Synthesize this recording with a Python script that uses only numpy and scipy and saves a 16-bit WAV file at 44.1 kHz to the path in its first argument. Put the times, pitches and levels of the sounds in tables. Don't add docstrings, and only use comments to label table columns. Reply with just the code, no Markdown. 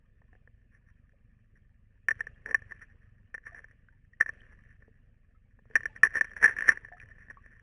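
import sys
import numpy as np
from scipy import signal
from scipy.fft import rfft, irfft, next_fast_len
from scipy.io import wavfile
from scipy.ndimage import uniform_filter1d, map_coordinates

SR = 44100
rng = np.random.default_rng(int(sys.argv[2]) if len(sys.argv) > 2 else 0)


def store_pcm(level_fs):
    pcm = np.round(np.clip(level_fs, -1, 1) * 32767).astype(np.int16)
    wavfile.write(sys.argv[1], SR, np.atleast_2d(pcm).T)


N = 336042
STILL_WATER_DB, STILL_GRIP_DB = -84, -82


def amp(db):
    return 10 ** (np.asarray(db) / 20)


def unit(x):
    return x / np.sqrt(np.mean(x ** 2) + 1e-20)


def unit_peak(hits):
    power = uniform_filter1d(hits ** 2, size=132, axis=-1)
    return hits / np.sqrt(power.max(axis=-1, keepdims=True) + 1e-20)


def wobble(knots_per_s):
    knots = rng.standard_normal(int(N * knots_per_s / SR) + 4)
    return map_coordinates(knots, [np.arange(N) * knots_per_s / SR])


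def filtered(x, response):
    n = x.shape[-1]
    size = next_fast_len(n + min(n, SR))
    return irfft(rfft(x, size) * response(np.fft.rfftfreq(size, 1 / SR)), size)[..., :n]


def coloured(x, spectrum):
    hz, db = np.transpose(spectrum)
    return unit(filtered(x, lambda f: amp(np.interp(np.log(f + 1), np.log(hz), db))))


def softened(force, corner_hz):
    return filtered(force, lambda f: 1 / (1 + 1j * f / corner_hz))


def resonate(x, modes, skirt=0.11):
    size = 8192
    f = np.fft.rfftfreq(size, 1 / SR) + 1
    power = 0
    for hz, width_hz, db in modes:
        peak = amp(2 * db) / (1 + (2 * (f - hz) / width_hz) ** 2)
        skirt_hz = width_hz + skirt * np.sqrt(hz * 2000)
        power += peak / (1 + ((f - hz) / skirt_hz) ** 4)
    cepstrum = irfft(np.log(power + 1e-8) / 2)
    cepstrum[1:size // 2] *= 2
    cepstrum[size // 2 + 1:] = 0
    ring = irfft(np.exp(rfft(cepstrum)))[:size // 4]
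    rung = signal.fftconvolve(np.atleast_2d(x), ring[None], axes=1)
    return rung[:, :x.shape[-1]].reshape(x.shape)


# (time [s], 20 dB fade time [s], water level [dB], grip level [dB])
HAND_MOVES = [(.33, .25, -79, -82), (.72, .5, -96, -75), (2.16, 1.0, -71.5, -65.5), (2.6, 0.65, -70.5, -60),
              (3.5, 0.43, -72, -57), (4.33, 0.74, -70, -60.5), (5.76, 0.93, -65, -60.5),
              (6.14, 0.4, -63.5, -46), (6.45, 0.32, -56, -37.5), (6.64, .21, -55.5, -41),
              (7.0, 2, -75, -60.5)]


def stirring(peaks_db, rest_db, onset_db_per_s=230):
    t = np.arange(N) / SR
    power = amp(2 * rest_db)
    for (s, fade_s, *_), db in zip(HAND_MOVES, peaks_db):
        fall_db = np.maximum(onset_db_per_s * (s - t), 20 * (t - s) / fade_s)
        power = power + amp(2 * (db - fall_db))
    return 10 * np.log10(power)


# (frequency [Hz], relative density [dB])
PULSE_SPECTRUM = [(10, -21.5), (24, -2.5), (48, -3), (72, -11), (105, -13), (150, -22.5), (300, -39.5),
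                  (800, -90.5)]
# (frequency [Hz], relative density [dB])
RUMBLE_SPECTRUM = [(12, -15.5), (35, -2), (70, -1.5), (108, 2.5), (150, -9.5), (240, -10.5), (320, -31.5),
                   (600, -43), (1500, -84)]


def throb(flow_db, rate_hz=24, jitter_s=0.0034, surge_db=3.5, drift_db=1,
          base_db=-62.5, pulse_db=-1, rumble_db=-3, max_swell_db=5, knee_db=10):
    beats_s = np.arange(0, N / SR, 1 / rate_hz)
    beats_s += jitter_s * rng.standard_normal(len(beats_s))
    pulses = np.bincount(np.clip(beats_s * SR, 0, N - 1).astype(int), minlength=N)
    beat = amp(pulse_db) * coloured(pulses.mean() - pulses, PULSE_SPECTRUM)
    cycle = np.cos(2 * np.pi * rate_hz * np.arange(N) / SR)
    rumble_gain = amp(rumble_db + surge_db * cycle + drift_db * wobble(3.7))
    rumble = rumble_gain * coloured(rng.standard_normal(N), RUMBLE_SPECTRUM)
    swell_db = max_swell_db * np.tanh((flow_db - STILL_WATER_DB) / knee_db)
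    return (beat + rumble) * amp(base_db + swell_db)


# (frequency [Hz], relative density [dB])
WATER_SPECTRUM = [(100, -21), (250, -0.5), (480, 5), (700, -4), (900, -13.5), (1200, -3.5), (1700, -14.5),
                  (2400, -2.5), (3000, -10.5), (3800, -28), (6000, -30), (10000, -36), (11500, -61.5)]


def water(flow_db, patchy_db=3.0, trim_db=1):
    noise = signal.stft(rng.standard_normal(N), nperseg=512)[2]
    patches = uniform_filter1d(rng.standard_normal(noise.shape), size=4, axis=0)
    patches = uniform_filter1d(patches, size=6, axis=1)
    swirl = signal.istft(noise * amp(patchy_db * unit(patches)), nperseg=512)[1][:N]
    return coloured(swirl, WATER_SPECTRUM) * amp(flow_db + trim_db)


# (frequency [Hz], width [Hz], relative level [dB])
MAIN_MODES = [(1640, 140, -14), (1778, 130, 0)]
# (frequency [Hz], width [Hz], relative level [dB])
WEAK_MODES = [(1124, 52, -20.5), (2230, 120, -30.5), (2360, 160, -22), (3120, 340, -42.5), (4590, 630, -52),
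              (5658, 100, -23.5), (6082, 180, -32.5), (7030, 730, -46.5), (8660, 1000, -49),
              (9630, 140, -27), (9994, 130, -33)]


def shell(force):
    return resonate(force, MAIN_MODES + WEAK_MODES)


def friction(slips_per_s, drag, spread_db=3.5):
    slips = (rng.random(N) < slips_per_s / SR) * amp(spread_db * rng.standard_normal(N))
    return unit(unit(slips) + drag * rng.standard_normal(N))


def rubbing(grip_db, flutter_db=3.8, trim_db=-3.2, soft_hz=2600):
    creep = softened(friction(slips_per_s=300, drag=0.6), soft_hz)
    return unit(shell(creep)) * amp(grip_db + trim_db + flutter_db * wobble(38))


def grip_crackle(grip_db, ticks_per_s=24, spread_db=3.0, cluster_db=2.5, trim_db=-5, soft_hz=6000):
    ticks = rng.random(N) < ticks_per_s / SR
    tick_db = spread_db * np.clip(rng.standard_normal(N), -2, 2) + cluster_db * wobble(7)
    force = softened(ticks * amp(tick_db), soft_hz)
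    return unit(shell(force)) * amp(grip_db + trim_db)


def fizz(flow_db, count=260, centre_hz=1600, decay_cycles=16, spread_db=4):
    track, t = np.zeros(N), np.arange(SR // 20) / SR
    times_s = rng.random(count) * N / SR
    scatter = np.clip(rng.standard_normal((count, 2)), -2, 2)
    for s, (pitch, strength) in zip(times_s, scatter):
        hz = centre_hz * 2 ** (pitch / 2)
        db = flow_db[int(s * SR)] + spread_db * strength
        envelope = np.exp(-hz * t / decay_cycles) * (1 - np.exp(-hz * t))
        add(track, s, amp(db) * envelope * np.sin(2 * np.pi * hz * t))
    return track


def add(track, s, sound):
    part = track[max(round(s * SR), 0):][:len(sound)]
    part += sound[:len(part)]


# (frequency [Hz], width [Hz], relative level [dB])
WALL_MODES = [(148, 60, -9), (241, 96, -0.5), (432, 70, 1.5), (498, 130, 2.5), (670, 100, -21.5),
              (870, 350, -6)]


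def wall(force):
    return resonate(force, WALL_MODES)


def knock_force(hardness_db, chatter=0.095, chatter_s=0.0021, settle=0.014, settle_s=0.012,
                bounces=4, rebound=0.75, soft_hz=4000):
    count, t = len(hardness_db), np.arange(SR // 16) / SR
    envelope = chatter * np.exp(-t / chatter_s) + settle * np.exp(-t / settle_s)
    force = rng.standard_normal((count, len(t))) * envelope
    force[:, 0] += 1
    shape = (count, bounces)
    cycles = np.cumsum(rng.integers(1, 4, shape), axis=1) + 0.07 * rng.standard_normal(shape)
    landings = np.round(cycles / MAIN_MODES[-1][0] * SR).astype(int)
    retained = np.clip(0.58 + 0.009 * hardness_db, 0, 1) ** np.arange(bounces)
    force[np.arange(count)[:, None], landings] += rebound * retained * rng.uniform(0.28, 1, shape)
    return softened(force, soft_hz * amp(0.24 * hardness_db))


# (time [s], ring level [dB])
FINGER_KNOCKS = [(0.218, -64), (0.33, -59), (0.352, -61), (0.4745, -54), (2.0852, -17), (2.1075, -24),
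                 (2.1125, -23), (2.2065, -25), (2.269, -35), (2.46, -31), (2.4915, -38), (2.51, -32),
                 (2.5452, -15), (2.62, -46), (2.7195, -38), (3.3425, -35), (3.348, -33), (3.3795, -41),
                 (3.4688, -40), (3.546, -41), (3.643, -44), (4.2092, -12), (4.2235, -30), (4.261, -31),
                 (4.2912, -29), (4.823, -56), (5.59, -62), (5.655, -70), (5.7105, -52), (5.7553, -13),
                 (5.7612, -17), (5.806, -38), (5.833, -37), (5.856, -25), (6.0333, -8.5), (6.049, -23),
                 (6.0695, -25), (6.1545, -24), (6.168, -24), (6.2102, -15), (6.2448, -33), (6.3147, -44),
                 (6.3655, -34), (6.4277, -17), (6.4325, -17), (6.4414, -11), (6.446, -13), (6.4575, -13),
                 (6.479, -22), (6.51, -31), (6.5655, -32), (6.5863, -26), (6.6072, -26), (6.622, -24),
                 (6.6822, -19), (6.6895, -9), (6.7035, -25), (6.773, -33), (6.848, -39), (6.885, -47),
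                 (7.032, -50), (7.183, -57), (7.284, -51), (7.3, -40), (7.461, -48)]


def knocks(thud_db=-27, thud_db_per_db=0.75, finger_pad_db=-62):
    strength_db = np.array(FINGER_KNOCKS)[:, 1:2]
    force = knock_force(strength_db - strength_db.mean())
    rings, thuds = unit_peak(shell(force)), unit_peak(wall(force))
    track = np.zeros(N)
    for (s, db), ring, thud in zip(FINGER_KNOCKS, rings, thuds):
        thud_gain = np.hypot(amp(thud_db + thud_db_per_db * db), amp(finger_pad_db))
        add(track, s, amp(db) * ring + thud_gain * thud)
    return track


# (time [s], start pitch [Hz], nominal level [dB], 60 dB decay time [s])
LARGE_BUBBLES = [(.328, 732, -68, 0.15), (1.135, 547, -62.5, 0.055), (2.811, 1460, -46, 0.06),
                 (3.477, 1156, -51, 0.091), (3.521, 680, -53.5, 0.16), (3.886, 1546, -51.5, 0.038),
                 (4.132, 1860, -46.5, 0.042), (4.406, 3090, -62, 0.036), (4.881, 438, -53.5, 0.062),
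                 (5.348, 1280, -64, .07), (5.702, 442, -51, 0.076), (6.918, 708, -46, 0.14),
                 (6.924, 1745, -40.5, 0.073), (6.968, 1270, -48, 0.034), (7, 2380, -46, 0.04),
                 (7.111, 1785, -42.5, 0.067), (7.371, 1120, -50, 0.08)]


def bubbles(rise_per_t60=0.07, attack_s=0.00041, flutter_db=4, pinch_db=2, pinch_s=0.0022):
    pings, ticks, t = np.zeros(N), np.zeros(N), np.arange(SR // 5) / SR
    for s, hz, db, t60 in LARGE_BUBBLES:
        phase = 2 * np.pi * hz * (t + rise_per_t60 * t * t / (2 * t60))
        envelope = np.exp(-np.log(1000) * t / t60) * (1 - np.exp(-t / attack_s))
        add(pings, s, amp(db) * envelope * np.sin(phase))
        add(ticks, s, amp(db + pinch_db) * rng.standard_normal(len(t)) * np.exp(-t / pinch_s))
    return pings * amp(flutter_db * wobble(250)) + shell(ticks)


# (centre time [s], length [s], level before trim [dB], wall re shell [dB])
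FINGER_SCRAPES = [(0.75, 0.082, -65, -27), (0.89, 0.067, -67, -23), (1.569, 0.04, -67, -22),
                  (2.199, 0.025, -48, -14), (2.497, 0.094, -45.5, -5), (2.717, 0.026, -45, -17.5),
                  (2.827, 0.041, -48, -24), (3.474, 0.053, -44.5, -31), (3.578, 0.063, -48, -17),
                  (4.208, 0.013, -26.5, -24.5), (4.281, 0.025, -45.5, -18), (4.528, 0.045, -56.5, -13),
                  (5.967, 0.03, -43.5, -20), (6.058, 0.037, -29, -17), (6.166, 0.069, -31.5, -18),
                  (6.25, 0.017, -39, -19), (6.375, 0.032, -39.5, -20), (6.442, 0.062, -22.5, -16),
                  (6.495, 0.033, -31.5, -16.5), (6.7, 0.076, -25.5, -20), (7.311, 0.021, -44, -15)]


def scrapes(trim_db=-1, soft_hz=6000, flutter_db=2.0):
    shell_gain, wall_gain = np.zeros(N), np.zeros(N)
    for s, length_s, db, wall_db in FINGER_SCRAPES:
        pressure = amp(db + trim_db) * np.sqrt(np.hanning(round(length_s * SR)))
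        add(shell_gain, s - length_s / 2, pressure)
        add(wall_gain, s - length_s / 2, amp(wall_db) * pressure)
    slips = friction(slips_per_s=990, drag=0.27) * amp(flutter_db * wobble(230))
    force = softened(slips, soft_hz)
    return shell_gain * unit(shell(force)) + wall_gain * unit(wall(force))


def scene(hiss_db=-99):
    _, _, flow_peaks_db, grip_peaks_db = np.transpose(HAND_MOVES)
    flow_db = stirring(flow_peaks_db, STILL_WATER_DB)
    grip_db = stirring(grip_peaks_db, STILL_GRIP_DB)
    handling = knocks() + scrapes() + rubbing(grip_db) + grip_crackle(grip_db)
    sea = water(flow_db) + bubbles() + fizz(flow_db)
    return (handling + sea + throb(flow_db) + amp(hiss_db) * rng.standard_normal(N))[None]


def record(dry, top_hz=10450):
    return filtered(dry, lambda f: 1 / np.sqrt(1 + (f / top_hz) ** 80))


dry = scene()
out = record(dry)
store_pcm(out)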